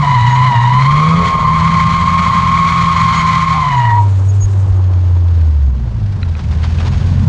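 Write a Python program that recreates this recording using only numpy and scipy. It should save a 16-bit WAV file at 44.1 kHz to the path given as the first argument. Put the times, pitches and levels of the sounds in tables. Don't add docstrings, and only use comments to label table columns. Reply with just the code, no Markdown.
import sys
import numpy as np
from scipy import signal
from scipy.fft import rfft, irfft, next_fast_len
from scipy.io import wavfile
from scipy.ndimage import uniform_filter1d, minimum_filter1d

SR = 44100
rng = np.random.default_rng(int(sys.argv[2]) if len(sys.argv) > 2 else 0)


def digitize_waveform(pressure):
    field = np.atleast_2d(pressure).T
    bounded = np.clip(field, -1, 1)
    quanta = np.round(bounded * 32767).astype(np.int16)
    wavfile.write(sys.argv[1], SR, quanta)


N = 321048
T_S = np.arange(N) / SR

# t/s, f/Hz
FIRING_HZ = [(0, 145.4), (.07, 144.3), (.22, 114), (.34, 128.7), (.52, 129.1), (.58, 116.7), (.85, 136.2),
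             (1.21, 173.9), (1.42, 155.1), (1.7, 166.2), (1.9, 164.6), (2.05, 171.7), (3.52, 163.1),
             (3.62, 152.6), (3.88, 111.8), (4, 101.7), (4.17, 95), (4.42, 98.6), (4.7, 94.6), (5.35, 84.7),
             (5.75, 63), (6.42, 37.5), (6.9, 43.66), (7.28, 45.66)]
# t/s, opening/0-1
PEDAL = [(.1, 0.57), (.4, 0.95), (1.22, 0.99), (1.45, 0.7), (1.78, 0.5), (1.98, 0.32), (3.5, 0.1),
         (3.7, 0.04), (5.75, 0.25), (6, .3)]
# t/s, relative level/dB
TREBLE_DB = [(0.06, -34.5), (0.48, -33), (0.53, -36.5), (1.32, -31.5), (1.35, -37.5), (1.72, -31.5),
             (1.83, -32.5), (3.29, -30), (3.85, -36)]
# t/s, relative level/dB
RUMBLE_DB = [(0, -1), (1.8, 2.5), (3.4, -1), (4.1, -7), (5.55, -6), (5.8, -1), (6.25, -2.5), (6.9, 2),
             (7.28, 8)]
TOP_HZ, GRIP_HZ = 170.2, 110.55
SLIDE_START_S, BITE_S = 0.052, 0.27


def from_db(db):
    return 10 ** (np.asarray(db) / 20)


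def unit_rms(x):
    return x / np.sqrt(np.mean(np.abs(x) ** 2) + 1e-20)


def curve(rows):
    return np.interp(T_S, *np.transpose(rows))


def held(start_s, end_s, attack_s, release_s):
    outside = np.maximum(start_s - T_S, 0) / attack_s + np.maximum(T_S - end_s, 0) / release_s
    return from_db(-20 * np.minimum(outside, 10))


def bump(centre_s, half_s):
    return np.exp(-((T_S - centre_s) / half_s) ** 2)


def butter(x, order, hz, kind="low"):
    return signal.sosfilt(signal.butter(order, hz, kind, fs=SR, output="sos"), x)


def coloured(x, spectrum):
    hz, db = np.transpose(spectrum)
    size = next_fast_len(N)
    bins_hz = np.maximum(np.fft.rfftfreq(size, 1 / SR), 1)
    skirts = np.minimum(1, np.minimum(bins_hz / hz[0], hz[-1] / bins_hz)) ** 2
    gain = from_db(np.interp(np.log(bins_hz), np.log(hz), db))
    return unit_rms(irfft(rfft(x, size) * skirts * gain, size)[:N])


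def noise(spectrum):
    return coloured(rng.standard_normal(N), spectrum)


def drift(hz):
    lowpass = signal.butter(2, min(hz, SR / 50), fs=SR / 20, output="sos")
    slow = signal.sosfilt(lowpass, rng.standard_normal(N // 20 + 2002))[2000:]
    return np.interp(np.arange(N) / 20, np.arange(len(slow)), unit_rms(slow))


def phase_of(hz):
    return 2 * np.pi * np.cumsum(hz) / SR


def ragged_tone(phase, width_hz):
    return unit_rms(drift(width_hz / 2) * np.cos(phase) + drift(width_hz / 2) * np.sin(phase))


def squeaks(rows, waver, waver_hz):
    out = np.zeros(N)
    wobble = 1 + waver * drift(waver_hz)
    for start_s, length_s, first_hz, last_hz, db in rows:
        on = (T_S > start_s) & (T_S < start_s + length_s)
        progress = (T_S[on] - start_s) / length_s
        hz = (first_hz + (last_hz - first_hz) * progress) * wobble[on]
        out[on] += from_db(db) * np.sqrt(2) * np.sin(np.pi * progress) * np.sin(phase_of(hz))
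    return out


def wheelspin():
    return np.maximum(curve(FIRING_HZ) - GRIP_HZ, 0) / (TOP_HZ - GRIP_HZ)


def engine():
    # t/s, half width/s, depth/dB
    lifts = [(.53, 0.023, 15), (1.334, 0.096, 12), (4.506, 0.035, 3), (4.666, 0.0054, 13),
             (6.17, 0.072, 5.5), (6.42, 0.069, 8)]
    # firing rate/Hz, level/dB
    shut_boom = [(40, -27.5), (52, -26), (66, -10), (76, -8.5), (100, -9.5), (130, -16), (170, -22.5)]
    knee_hz, open_db_per_oct = 88, 11.5
    lug_hz, lug_db_per_hz = 52.22, 1.7
    firing_hz, throttle = curve(FIRING_HZ), curve(PEDAL)
    revs_oct = np.log2(firing_hz / TOP_HZ)
    lift_db = sum(db * bump(at_s, half_s) for at_s, half_s, db in lifts)
    phase = phase_of(firing_hz * (1 + 0.0033 * drift(23.7)))
    boom_db = np.interp(firing_hz, *np.transpose(shut_boom))
    boom_db += open_db_per_oct * throttle * np.maximum(np.log2(firing_hz / knee_hz), 0)
    boom = from_db(boom_db - lift_db + (1 + wheelspin()) * drift(25)) * np.sin(phase)
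    lumps = butter(ragged_tone(1.5 * phase, 7.9) + ragged_tone(3 * phase, 5), order=4, hz=140)
    lug_db = np.maximum(-13.5 - lug_db_per_hz * np.maximum(firing_hz - lug_hz, 0), -45.5)
    octave = from_db(lug_db - lift_db + drift(30)) * (np.sin(2 * phase) + from_db(-14) * lumps)
    throb_db = -22 + 46 * revs_oct + 2 * drift(21)
    throb = np.sin(phase / 2) + from_db(-5.5 + 2 * drift(5.9)) * np.sin(0.75 * phase)
    lows = np.sqrt(2) * (boom + octave + from_db(throb_db) * throb)
    return lows + exhaust_growl(phase, revs_oct, throttle, lift_db)


def exhaust_growl(phase, revs_oct, throttle, lift_db):
    # f/Hz, level/dB
    rasp = [(200, -23.5), (260, -12.5), (330, -14), (420, -8), (510, -7), (590, -2), (670, 0), (780, -5.5),
            (1200, -36.5)]
    # f/Hz, level/dB
    bark = [(200, -2.5), (260, 1.5), (340, -20), (425, 1.5), (510, -2.5), (600, -8), (750, -30)]
    crank = phase / 2
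    pulses = sum(from_db(-3 * (k % 2) + 2 * drift(13)) * np.sin(k * crank + rng.uniform(0, 2 * np.pi))
                 for k in range(3, 17))
    puffs = rng.standard_normal(N) * (1 + np.sin(crank)) ** 2
    puff_share = np.clip(0.1 - 0.36 * revs_oct + 0.06 * lift_db, 0, 1)
    rasp_db = np.maximum(-41 + 22.5 * revs_oct + 9.5 * throttle + 0.35 * lift_db, -52)
    bark_db = -27.5 + 61 * revs_oct - 30.5 * (1 - throttle)
    return sum(from_db(db) * (np.sqrt(1 - puff_share) * coloured(pulses, spectrum)
                              + np.sqrt(puff_share) * coloured(puffs, spectrum))
               for db, spectrum in [(rasp_db, rasp), (bark_db, bark)])


def tyre_squeal(judder):
    # t/s, f/Hz
    slip_hz = [(0, 1088), (.045, 985), (.12, 991.8), (.3, 968), (.47, 1020), (.56, 946), (.64, 950.5),
               (.88, 1060), (1.17, 1098), (1.42, 1058), (1.88, 1063), (2.35, 1067), (2.66, 1094),
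               (3.1, 1069), (3.3, 1044), (3.54, 1064), (3.8, 960), (4.05, 951)]
    # pitch ratio, width/Hz, relative level/dB
    other_tyres = [(1, 84, -5), (1.105, 70, -8), (.89, 85, -14.5)]
    # width/Hz, relative level/dB
    harmonics = [(280, 3.5), (219, -6.5), (330, -13)]
    # t/s, length/s, start f/Hz, end f/Hz, level/dB
    groans = [(.02, 0.048, 760, 700, -24), (.1, 0.054, 747, 714, -31.5), (.42, 0.08, 720, 705, -31),
              (.51, 0.057, 686, 713, -29), (3.51, 0.11, 760, 790, -26.5), (3.6, 0.097, 727, 670, -31),
              (3.7, 0.08, 731.5, 699, -31.5), (3.77, 0.12, 695, 643, -35.5)]
    end_s, release_s, lead_s = 4.0, 0.076, 0.071
    spin, throttle = wheelspin(), curve(PEDAL)
    ragged = 0.462 + 0.42 * spin + 0.26 * throttle
    jitter = 0.00898 * drift(18) + 0.00699 * drift(45) + 0.013 * drift(149)
    phase = phase_of(curve(slip_hz) * (1 + ragged * jitter))
    note = np.sqrt(2) * np.sin(phase) * from_db(drift(58))
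    beside = sum(from_db(db) * ragged_tone(ratio * phase, width_hz) for ratio, width_hz, db in other_tyres)
    sliding = held(SLIDE_START_S, end_s, BITE_S, release_s)
    screech = sliding * (note + ragged * beside) / np.sqrt(1 + 0.5 * ragged ** 2)
    clean = np.maximum(1.05 - 0.87 * spin, 0)
    tilt_db = 2.5 - 2 * spin
    overtones = 0
    for k, (width_hz, db) in enumerate(harmonics, 2):
        gate = held(SLIDE_START_S, end_s - (k - 1) * lead_s, BITE_S, release_s)
        tone = ragged * ragged_tone(k * phase, width_hz) + clean * np.sin(k * phase)
        overtones += from_db(db + (k - 1) * tilt_db) * gate * tone
    swing_db = curve(TREBLE_DB) + 32
    overtones_db = -25 - 6.5 * spin - 1.5 * throttle + swing_db + 2 * judder
    squeal = from_db(-13) * screech + from_db(overtones_db) * overtones
    return squeal + squeaks(groans, waver=0.047, waver_hz=120)


def tyre_scrub(judder):
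    # f/Hz, level/dB
    tearing = [(760, -9.5), (1300, 4), (1450, -3), (1750, -5), (2400, -3.5), (3100, -9.5), (3600, -10),
               (4300, -10), (5100, -18), (6800, -18), (8500, -30), (10000, -39.5), (11500, -50.5),
               (15000, -78)]
    sliding = held(SLIDE_START_S, end_s=3.8, attack_s=BITE_S, release_s=0.46)
    grain_db = 1.2 * judder + 0.7 * drift(27) + 1.2 * drift(190)
    return sliding * from_db(curve(TREBLE_DB) + 6.5 + grain_db) * noise(tearing)


def ground_dip(x, dip_hz, width_hz, depth):
    notched = signal.lfilter(*signal.iirnotch(dip_hz, dip_hz / width_hz, fs=SR), x)
    return x + depth * (notched - x)


def air_rush():
    # t/s, relative level/dB
    rush_db = [(0, -58.5), (3.9, -51), (4.5, -49.5), (5.45, -49.5), (5.72, -53), (6.4, -47), (6.8, -42.5),
               (7.28, -43)]
    # f/Hz, level/dB
    rush_spectrum = [(880, -24.5), (1500, -1), (2200, -6), (3200, -8), (4500, -10), (6300, -16),
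                     (7200, -20), (10000, -32), (11500, -58), (15000, -78.5)]
    # f/Hz, level/dB
    flutter_spectrum = [(80, -51.5), (140, -5), (195, 2), (230, -2.5), (280, -19), (400, -62.5)]
    # t/s, half width/s, relative level/dB
    gusts = [(6.4, 0.015, -37), (6.526, 0.02, -40), (6.646, 0.019, -30), (6.702, .014, -38.5),
             (6.804, 0.018, -32), (6.871, 0.019, -29.5), (6.937, 0.026, -35.5), (7.02, .02, -37),
             (7.118, 0.013, -43)]
    # f/Hz, level/dB
    gust_spectrum = [(150, -11), (400, -2), (1000, 3.5), (1700, -3.5), (3300, -6), (4600, -10.5),
                     (7000, -19.5), (10000, -41), (12000, -61)]
    rush = from_db(curve(rush_db) + 3.5 + 1.9 * drift(60)) * noise(rush_spectrum)
    flutter = from_db(-29.5 + 1.6 * curve(RUMBLE_DB)) * noise(flutter_spectrum)
    gust_gain = sum(from_db(db) * bump(at_s, half_s) for at_s, half_s, db in gusts)
    scuffs = gust_gain * from_db(2 + 2.7 * drift(250)) * noise(gust_spectrum)
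    return rush + flutter + scuffs


def road_roar():
    # t/s, relative level/dB
    roar_db = [(0, -41.5), (3.6, -48), (4.1, -36), (4.4, -40.5), (4.7, -35.5), (5.35, -41), (5.7, -43),
               (6.35, -41), (6.85, -36.5)]
    # f/Hz, level/dB
    spectrum = [(150, -11), (250, -2.5), (409, -3), (446, -5), (708, -8.5), (973, -7.5), (1100, -9),
                (2500, -35), (3250, -32), (5500, -120)]
    return from_db(curve(roar_db) + 3 + 1.6 * drift(29)) * noise(spectrum)


def low_rumble():
    # f/Hz, level/dB
    spectrum = [(15, -14.5), (28, -0.5), (42, 5.5), (75, 5), (120, 13), (170, 1.5), (230, -24.5),
                (280, -34), (400, -51)]
    # t/s, f/Hz, level/dB
    buffets = [(4.449, 50, -11), (4.722, 62.6, -9)]
    rumble = from_db(-21.5 + curve(RUMBLE_DB) + 1.2 * drift(2.7)) * noise(spectrum)
    return rumble + sum(from_db(db) * bump(at_s, half_s=0.02) * np.sin(2 * np.pi * hz * (T_S - at_s))
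                        for at_s, hz, db in buffets)


def brake():
    # t/s, length/s, start f/Hz, end f/Hz, level/dB
    chirps = [(.28, 0.1, 6560, 6720, -40), (3.14, 0.085, 6540, 6750, -36), (3.76, 0.044, 6840, 6780, -43),
              (4.28, 0.038, 6730, 6620, -36), (4.4, 0.063, 6670, 6590, -28.5)]
    # start/s, end/s, level/dB
    presses = [(4.204, 4.9, -61.5), (5.1, 5.704, -65.5), (6.8, 7.097, -55)]
    disc_hz = 6640.0
    pressed = sum(from_db(db) * held(start_s, end_s, attack_s=0.4, release_s=0.4)
                  for start_s, end_s, db in presses)
    singing = from_db(1.1 * drift(9.7)) * ragged_tone(phase_of(np.full(N, disc_hz)), width_hz=50)
    return pressed * singing + squeaks(chirps, waver=0.012, waver_hz=400)


def turbo_vent():
    # f/Hz, level/dB
    hiss = [(4000, -23), (6500, -2), (8200, -9), (9500, -16), (11000, -35.5), (14000, -55)]
    sigh_hz = 12
    gate = held(start_s=4, end_s=4.59, attack_s=0.45, release_s=0.37)
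    return gate * from_db(-52 + 3.1 * np.sin(2 * np.pi * sigh_hz * T_S)) * noise(hiss)


def gear_whine():
    start_s, start_hz, sag_oct_per_s = 4.15, 450, 0.56
    gear_hz = start_hz * 2 ** (-sag_oct_per_s * (T_S - start_s))
    gate = held(start_s, end_s=6.0, attack_s=0.18, release_s=0.24)
    return from_db(-44) * gate * ragged_tone(phase_of(gear_hz), width_hz=21)


def panel_rattle():
    # t/s, relative level/dB
    taps = [(5.781, -34.5), (6.229, -16), (6.315, -40), (6.351, -25.5), (6.444, -27), (6.633, -26),
            (6.785, -22.5), (6.858, -26)]
    # f/Hz, relative level/dB, t60/s
    modes = [(1370, -7, 0.021), (1950, -6, 0.014), (2540, -3, .021), (3160, -7.5, 0.015),
             (4020, -5.5, .016), (4102, -17, .012)]
    contact_s = 0.0019
    envelope = sum(from_db(db - 18.5) * (T_S > at_s) * np.exp(-np.abs(T_S - at_s) / contact_s)
                   for at_s, db in taps)
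    force = butter(envelope * rng.standard_normal(N) + 1e-18, order=4, hz=5500)
    ring = 0
    for k, (hz, db, t60_s) in enumerate(modes):
        radius, angle = from_db(-60 / (t60_s * SR)), 2 * np.pi * hz / SR
        mode = signal.lfilter([np.sin(angle)], [1, -2 * radius * np.cos(angle), radius ** 2], force)
        ring += (-1) ** k * from_db(db) * mode
    crack = butter(force, order=2, hz=[1100, 4500], kind="band")
    return ring + from_db(8) * crack


def scene():
    judder = drift(30)
    slide = ground_dip(tyre_squeal(judder) + tyre_scrub(judder), dip_hz=2703, width_hz=200, depth=0.91)
    drivetrain = engine() + gear_whine() + turbo_vent()
    return (drivetrain + slide + air_rush() + road_roar() + low_rumble() + brake() + panel_rattle())[None]


def record(dry):
    ceiling, window_samples, cutoff_hz = 0.92, 401, 14500
    needed = ceiling / np.maximum(np.abs(dry), ceiling)
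    gain = uniform_filter1d(minimum_filter1d(needed, window_samples), window_samples)
    return signal.sosfilt(signal.cheby2(12, 70, cutoff_hz, fs=SR, output="sos"), gain * dry)


dry = scene()
out = record(dry)
digitize_waveform(out)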